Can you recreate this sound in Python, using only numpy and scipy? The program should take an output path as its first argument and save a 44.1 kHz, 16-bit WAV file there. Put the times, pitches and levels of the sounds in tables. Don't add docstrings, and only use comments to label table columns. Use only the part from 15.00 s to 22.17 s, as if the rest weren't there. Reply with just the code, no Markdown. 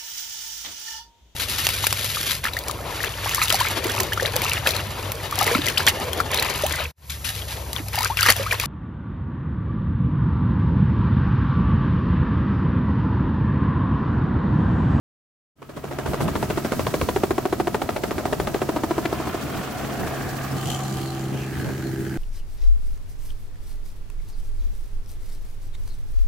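import sys
import numpy as np
from scipy import signal
from scipy.fft import rfft, irfft, next_fast_len
from scipy.io import wavfile
from scipy.ndimage import map_coordinates

SR = 44100
rng = np.random.default_rng(int(sys.argv[2]) if len(sys.argv) > 2 else 0)


def master(y):
    cut = np.clip(np.atleast_2d(y).T, -1, 1)
    pcm = np.round(cut * 32767)
    wavfile.write(sys.argv[1], SR, pcm.astype(np.int16))


N = 316373
REFERENCE_PASS_S, BLADE_PERIOD_S = 2.307, .07272

# start_s, end_s
SLAP_SPAN = (.6, 4.38)
# time_s, delay_s
WAKE_DELAY = [(.75, -.0155), (1.5, -0.0063), (1.95, -.003), (2.3, .001), (3.1, .0017), (4.1, .0008)]
# time_s, relative_db
SLAP_LEVEL = [(.9, -9), (1.43, -6.5), (1.65, -8), (1.92, -5.5), (2.03, -3), (2.67, -3), (3.1, -8),
              (3.93, -3.5), (4.2, -10.5)]
# time_s, rate_hz
CROSSING_RATE = [(1.2, 563), (1.62, 301), (1.82, 543), (2.06, 531), (2.17, 378), (2.73, 368), (2.82, 773),
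                 (3.1, 346.4), (3.48, 439), (3.7, 321), (4.3, 338)]
# time_s, relative_db
CRACK_LEVEL = [(1.0, -21.5), (1.9, -17), (2.45, -26), (3.05, -15), (3.5, -17), (3.8, -27.5)]
# time_s, extra_crack_db
CORE_CUT = (4.053, 13.6)
VORTEX_STRENGTHS = [3, 0.5, -1.5, -6, -11.5]
# time_s, power_share
TORN_SHARE = [(1.0, 0.95), (1.4, 0.6), (1.7, 0.8), (2.0, 0.34), (2.5, 0.17), (3.25, 0.83), (3.9, 0.07),
              (4.3, 0.46)]
# freq_hz, density_db
THUD_SPECTRUM = [(80, -41), (220, 0), (340, 4), (620, -3), (800, 0.5), (1400, -9.5), (3000, -30),
                 (12000, -77.5)]
CRACK_SPECTRUM = [(400, -19), (1100, 5.5), (2000, 4), (4200, -10), (6000, -28.5), (16000, -31)]
TORN_SPECTRUM = [(80, -21), (250, 0), (600, -0.5), (1200, -9), (2500, -20), (5000, -28.5), (10000, -32),
                 (16000, -38)]

# freq_hz, density_db
RUSH_SPECTRUM = [(100, -23), (220, 4.5), (330, 0), (520, -1.5), (740, 0.5), (1000, -13), (1500, -29),
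                 (3000, -47)]
WHIRR_SPECTRUM = [(550, -10.5), (900, -1), (1200, 4.5), (2000, -3.5), (3200, -6.5), (7000, -32)]
HISS_SPECTRUM = [(1800, -11), (4300, 9), (7000, 7.5), (10500, 2.5), (16000, 3.5)]
# time_s, relative_db
RUSH_LEVEL = [(.8, -40), (1.15, -36), (1.9, -40.5), (2.6, -38), (5.1, -32.5), (5.75, -38.5), (6.25, -41.5),
              (7.17, -44)]
WHIRR_LEVEL = [(1.9, -42), (2.6, -46.5), (3.5, -44.5), (4.38, -37), (5.05, -38.5), (6.65, -45), (7.0, -55)]
HISS_LEVEL = [(1.15, -50.5), (1.9, -43), (2.6, -48.5), (3.5, -46.5), (5.75, -45), (6.25, -49.5),
              (6.72, -48), (7.1, -54)]
# offset_hz, density_db
WHISTLE_SKIRT = [(500, 2), (1200, -3), (3000, -35)]
# time_s, lag_s, gain
GROUND_ECHO = [(3.6, 0.0031, 0.36), (4.5, 0.0028, 0.16), (5.3, 0.00272, 0.13), (7.17, 0.0023, 0.21)]
# freq_hz, correlation
STEREO_COHERENCE = [(40, 0.98), (110, 0.83), (250, 0.42), (1000, 0.83), (2500, 0.4), (10000, 0.14)]

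# time_s, relative_db
BUFFET_LEVEL = [(.85, -34.5), (1.12, -30), (1.9, -32.5), (2.5, -34), (4.3, -34), (6.0, -39), (7.17, -35.5)]
# freq_hz, density_db
BUFFET_SPECTRUM = [(15, -18), (28, -11), (70, 3.5), (200, -1), (400, -6.5), (700, -32)]
GUST_SPECTRUM = [(25, -20), (130, 4), (300, -7), (800, -14.5), (3000, -49)]
# centre_s, level_db
GUST_EVENTS = [(1.26, -23.5), (1.88, -32), (5.03, -26), (5.55, -28), (5.68, -28), (6.34, -31.5),
               (6.68, -26.5)]

# time_s, rate_hz
BANK_RATE = [(1.2, 68.96), (4.2, 68.23), (5.8, 67.04), (7.17, 66.3)]
# time_s, hum_db, overtones_db
ENGINE_LEVELS = [(.8, -34.5, -50), (1.2, -34.5, -38.5), (2.0, -43, -45.5), (4.9, -39, -45),
                 (5.8, -30.5, -37.5), (6.4, -31.5, -34.5), (7.17, -32.5, -31.5)]
# bank_rate_multiple, relative_db
EXHAUST_LINES = [(1, -14), (3, -2), (4, -3), (5, 2.5), (6, -3), (7, -14), (9, -19.5)]
# harmonic, relative_db
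TAIL_LINES = [(1, -7), (2, -6), (3, -10.5), (4, -6)]
PUFF_STRENGTHS = [13, 0, 10, 6.5, 5.5, -11]
# centre_hz, width_hz, relative_db
PIPE_RESONANCES = [(3100, 430, 3.5), (4200, 410, 2.5), (4800, 210, -7), (5930, 320, -2.5), (7040, 800, 0.5),
                   (8300, 400, -9)]
# freq_hz, density_db
CHUFF_SPECTRUM = [(1200, -24), (2600, -2), (4500, -7.5), (7500, -4), (12000, 0), (16000, -11)]
RASP_SPECTRUM = [(700, -36), (1350, -4.5), (1630, 4.5), (1800, 0), (2100, -5.5), (2500, -8.5), (4000, -32),
                 (9000, -25.5)]
# time_s, level_db
CHUFF_LEVEL = [(5.45, -67.5), (5.6, -41), (5.7, -33), (5.79, -41.5), (6.0, -40), (6.25, -47), (7.17, -52)]
RASP_LEVEL = [(4.6, -63), (5.0, -41), (5.25, -42), (5.55, -49), (6.15, -55), (6.45, -46), (6.68, -40.5),
              (6.9, -45.5), (7.17, -43)]

# centre_s, sigma_s, centre_hz, width_hz, level_db
WHOOSH_EVENTS = [(5.3, .17, 1650, 220, -43), (5.7, 0.28, 1183, 130, -45), (5.8, 0.39, 744, 91, -38.5),
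                 (6.416, 0.053, 2610, 600, -44.5)]
# time_s, gain
FADE_IN = [(.555, 0), (1.15, 1)]


def amp(db):
    return 10 ** (np.asarray(db) / 20)


def unit(x):
    return x / np.sqrt(np.mean(x ** 2) + 1e-20)


def bell(offset, sigma):
    return np.exp(-.5 * (offset / sigma) ** 2)


def at_hz(points, hz):
    freqs, values = np.transpose(points)
    return np.interp(np.log(hz + 1), np.log(freqs + 1), values)


def at_s(points, time_s):
    return np.interp(time_s, *np.transpose(points))


def curves(rows):
    time_s, *columns = np.transpose(rows)
    return [np.interp(np.arange(N) / SR, time_s, column) for column in columns]


def wobble(rate_hz):
    knots = rng.standard_normal(int(N * rate_hz / SR) + 4)
    fine = np.arange(len(knots) * 10) / 10
    return np.interp(np.arange(N) * rate_hz / SR, fine, map_coordinates(knots, [fine]))


def filtered(x, response):
    size = next_fast_len(N + 8192)
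    return irfft(rfft(x, size) * response(np.fft.rfftfreq(size, 1 / SR)), size)[..., :N]


def band(x, centre_hz, width_hz):
    return unit(filtered(x, lambda hz: 1 / (1 + (2 * (hz - centre_hz) / width_hz) ** 2)))


def minimum_phase(spectrum, size):
    cepstrum = irfft(np.log(amp(at_hz(spectrum, np.fft.rfftfreq(size, 1 / SR)))))
    cepstrum[1:size // 2] *= 2
    cepstrum[size // 2 + 1:] = 0
    return np.exp(rfft(cepstrum))


def pan(left_over_right_db):
    return amp([[left_over_right_db / 2], [-left_over_right_db / 2]])


def noise(spectrum):
    def mid_side_gains(hz):
        angle = np.arccos(np.clip(at_hz(STEREO_COHERENCE, hz), -1, 1)) / 2
        return amp(at_hz(spectrum, hz)) * np.array([np.cos(angle), np.sin(angle)])
    mid, side = filtered(rng.standard_normal((2, N)), mid_side_gains)
    return np.array([mid + side, mid - side]) / np.std(mid)


def slap_train():
    first_s, last_s = SLAP_SPAN
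    pass_s = np.arange(REFERENCE_PASS_S % BLADE_PERIOD_S, last_s, BLADE_PERIOD_S)
    pass_s = pass_s[pass_s > first_s]
    start_s = pass_s + at_s(WAKE_DELAY, pass_s)
    core_s, core_db = CORE_CUT
    crack_db = at_s(CRACK_LEVEL, pass_s) + core_db * (abs(pass_s - core_s) < BLADE_PERIOD_S / 2)
    return np.transpose([start_s, at_s(SLAP_LEVEL, pass_s), at_s(CROSSING_RATE, pass_s), crack_db])


def blade_slaps(size=4096, jitter=0.041, thud_db=-22, crack_db=-12, torn_db=-24):
    hz, t = np.fft.rfftfreq(size, 1 / SR), np.arange(size) / SR
    thud_filter, crack_filter = minimum_phase(THUD_SPECTRUM, size), minimum_phase(CRACK_SPECTRUM, size)
    pulses, torn_envelope = np.zeros((2, N)), np.zeros(N)
    torn_share = curves(TORN_SHARE)[0]
    train, vortex = slap_train(), np.arange(len(VORTEX_STRENGTHS))
    draws = rng.standard_normal((len(train), 3, len(vortex)))
    for (start_s, level_db, crossing_hz, edge_db), (late, strong, sharp) in zip(train, draws):
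        i = round(start_s * SR)
        crossing_s = 0.001025 + (vortex + jitter * late) / crossing_hz
        crossings = np.exp(-2j * np.pi * hz * crossing_s[:, None])
        thud_gains = amp(VORTEX_STRENGTHS + 1.3 * strong)
        crack_gains = amp(VORTEX_STRENGTHS + 4.6 * sharp - 2.4 * vortex)
        thud = amp(level_db + thud_db) * unit(irfft(thud_filter * (thud_gains @ crossings)))
        crack = amp(level_db + edge_db + crack_db) * unit(irfft(crack_filter * (crack_gains @ crossings)))
        pulses[:, i:i + size] += np.sqrt(1 - torn_share[i]) * (pan(1.4) * thud + pan(4.0) * crack)
        tear = round((start_s - .002) * SR)
        rise_s, decay_s = np.array([0.002, 0.0068]) * (1 + torn_share[i])
        burst = unit((1 - np.exp(-t / rise_s)) * np.exp(-t / decay_s))
        torn_envelope[tear:tear + size] += np.sqrt(torn_share[i]) * amp(level_db + torn_db) * burst
    return pulses + torn_envelope * amp(3.5 * wobble(500)) * noise(TORN_SPECTRUM)


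def scatter(x, wet_db=-11, t60_s=0.099):
    t = np.arange(SR // 6) / SR
    tail = rng.standard_normal((2, len(t))) * amp(-60 * t / t60_s)
    return x + amp(wet_db) * signal.fftconvolve(x, tail / np.linalg.norm(tail[0]), axes=1)[:, :N]


def ground_comb(x):
    lag_s, gain = curves(GROUND_ECHO)
    n = np.arange(N)
    echo = np.array([np.interp(n - lag_s * SR, n, channel) for channel in x])
    return (x + gain * echo) / np.sqrt(1 + gain ** 2)


def air_rush():
    rush = amp(curves(RUSH_LEVEL)[0] + 1.2 * wobble(25)) * noise(RUSH_SPECTRUM)
    whirr = amp(curves(WHIRR_LEVEL)[0] + 2.18 * wobble(140)) * noise(WHIRR_SPECTRUM)
    return ground_comb(rush + whirr)


def blade_offset_s(delay_s):
    half_s = BLADE_PERIOD_S / 2
    return (np.arange(N) / SR - REFERENCE_PASS_S - delay_s + half_s) % BLADE_PERIOD_S - half_s


def blade_hiss(hiss_db=-1, swish_db=6.5, whistle_hz=14700, fall_hz_per_s=85000, blade_gap_db=3):
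    level_db = curves(HISS_LEVEL)[0]
    pulse_depth = curves([(4.2, 0.69), (5.4, 0.79), (5.8, 0)])[0]
    swish = pulse_depth * bell(blade_offset_s(0.0079), 0.0089)
    hiss = amp(level_db + hiss_db + swish_db * swish + 0.93 * wobble(150)) * noise(HISS_SPECTRUM)
    offset_s = blade_offset_s(.025)
    sweep = np.cos(2 * np.pi * np.cumsum(whistle_hz - fall_hz_per_s * offset_s) / SR)
    blade = np.floor((np.arange(N) / SR - REFERENCE_PASS_S) / BLADE_PERIOD_S) % 2 - .5
    envelope = amp(level_db + blade_gap_db * blade) * pulse_depth * bell(offset_s, 0.017)
    whistle = envelope * sweep * noise(WHISTLE_SKIRT)
    return pan(-4) * hiss + pan(-8) * whistle


def downwash(buffet_db=-1, gust_sigma_s=0.029):
    t = np.arange(N) / SR
    buffet = amp(curves(BUFFET_LEVEL)[0] + buffet_db + 3.0 * wobble(30)) * noise(BUFFET_SPECTRUM)
    gusts = sum(amp(db) * bell(t - centre_s, gust_sigma_s) for centre_s, db in GUST_EVENTS)
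    return buffet + gusts * noise(GUST_SPECTRUM)


def shaft_tones(cycles, lines, flutter_db, drift_rad):
    tones = np.zeros(N)
    for multiple, db in lines:
        gain = amp(db + flutter_db * wobble(6.4))
        tones += gain * np.sin(2 * np.pi * (multiple * cycles + rng.random()) + drift_rad * wobble(9))
    return unit(tones)


def drivetrain(bank_cycles, tail_ratio=1.178, tail_db=-6, roughness=0.39):
    hum_db, overtones_db = curves(ENGINE_LEVELS)
    hum = amp(hum_db) * shaft_tones(bank_cycles, [(2, 0)], flutter_db=0.9, drift_rad=0.17)
    growl = shaft_tones(bank_cycles, EXHAUST_LINES, flutter_db=2.44, drift_rad=0.14)
    growl *= unit(1 + roughness * wobble(130))
    buzz = shaft_tones(tail_ratio * bank_cycles, TAIL_LINES, flutter_db=0, drift_rad=0.45)
    overtones = amp(overtones_db) * (growl + amp(tail_db) * buzz)
    return hum + scatter(np.array([overtones, overtones]))


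def exhaust_puffs(bank_cycles, ring_db=-4, sigma_firings=0.26, leak=1.0):
    firing, phase = np.divmod(2 * bank_cycles, 1)
    strength = amp(PUFF_STRENGTHS)[firing.astype(int) % len(PUFF_STRENGTHS)]
    puffs = unit(leak + strength * bell(phase - .5, sigma_firings))
    gas = noise(CHUFF_SPECTRUM)
    rings = sum(amp(db + ring_db + 4.3 * wobble(14)) * band(gas, centre_hz, width_hz)
                for centre_hz, width_hz, db in PIPE_RESONANCES)
    chuff = amp(curves(CHUFF_LEVEL)[0]) * ground_comb(unit(gas + rings))
    rasp = amp(curves(RASP_LEVEL)[0]) * noise(RASP_SPECTRUM)
    return puffs * (chuff + rasp)


def whooshes():
    t, air = np.arange(N) / SR, noise(WHIRR_SPECTRUM)
    return sum(amp(db) * bell(t - centre_s, sigma_s) * band(air, centre_hz, width_hz)
               for centre_s, sigma_s, centre_hz, width_hz, db in WHOOSH_EVENTS)


def scene():
    air = scatter(blade_slaps()) + air_rush() + blade_hiss() + whooshes() + downwash()
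    bank_cycles = np.cumsum(curves(BANK_RATE)[0]) / SR
    return air + drivetrain(bank_cycles) + exhaust_puffs(bank_cycles)


def record(dry):
    cutoff_hz = 15900
    return filtered(dry * curves(FADE_IN)[0], lambda hz: 1 / (1 + (hz / cutoff_hz) ** 400))


dry = scene()
out = record(dry)
master(out)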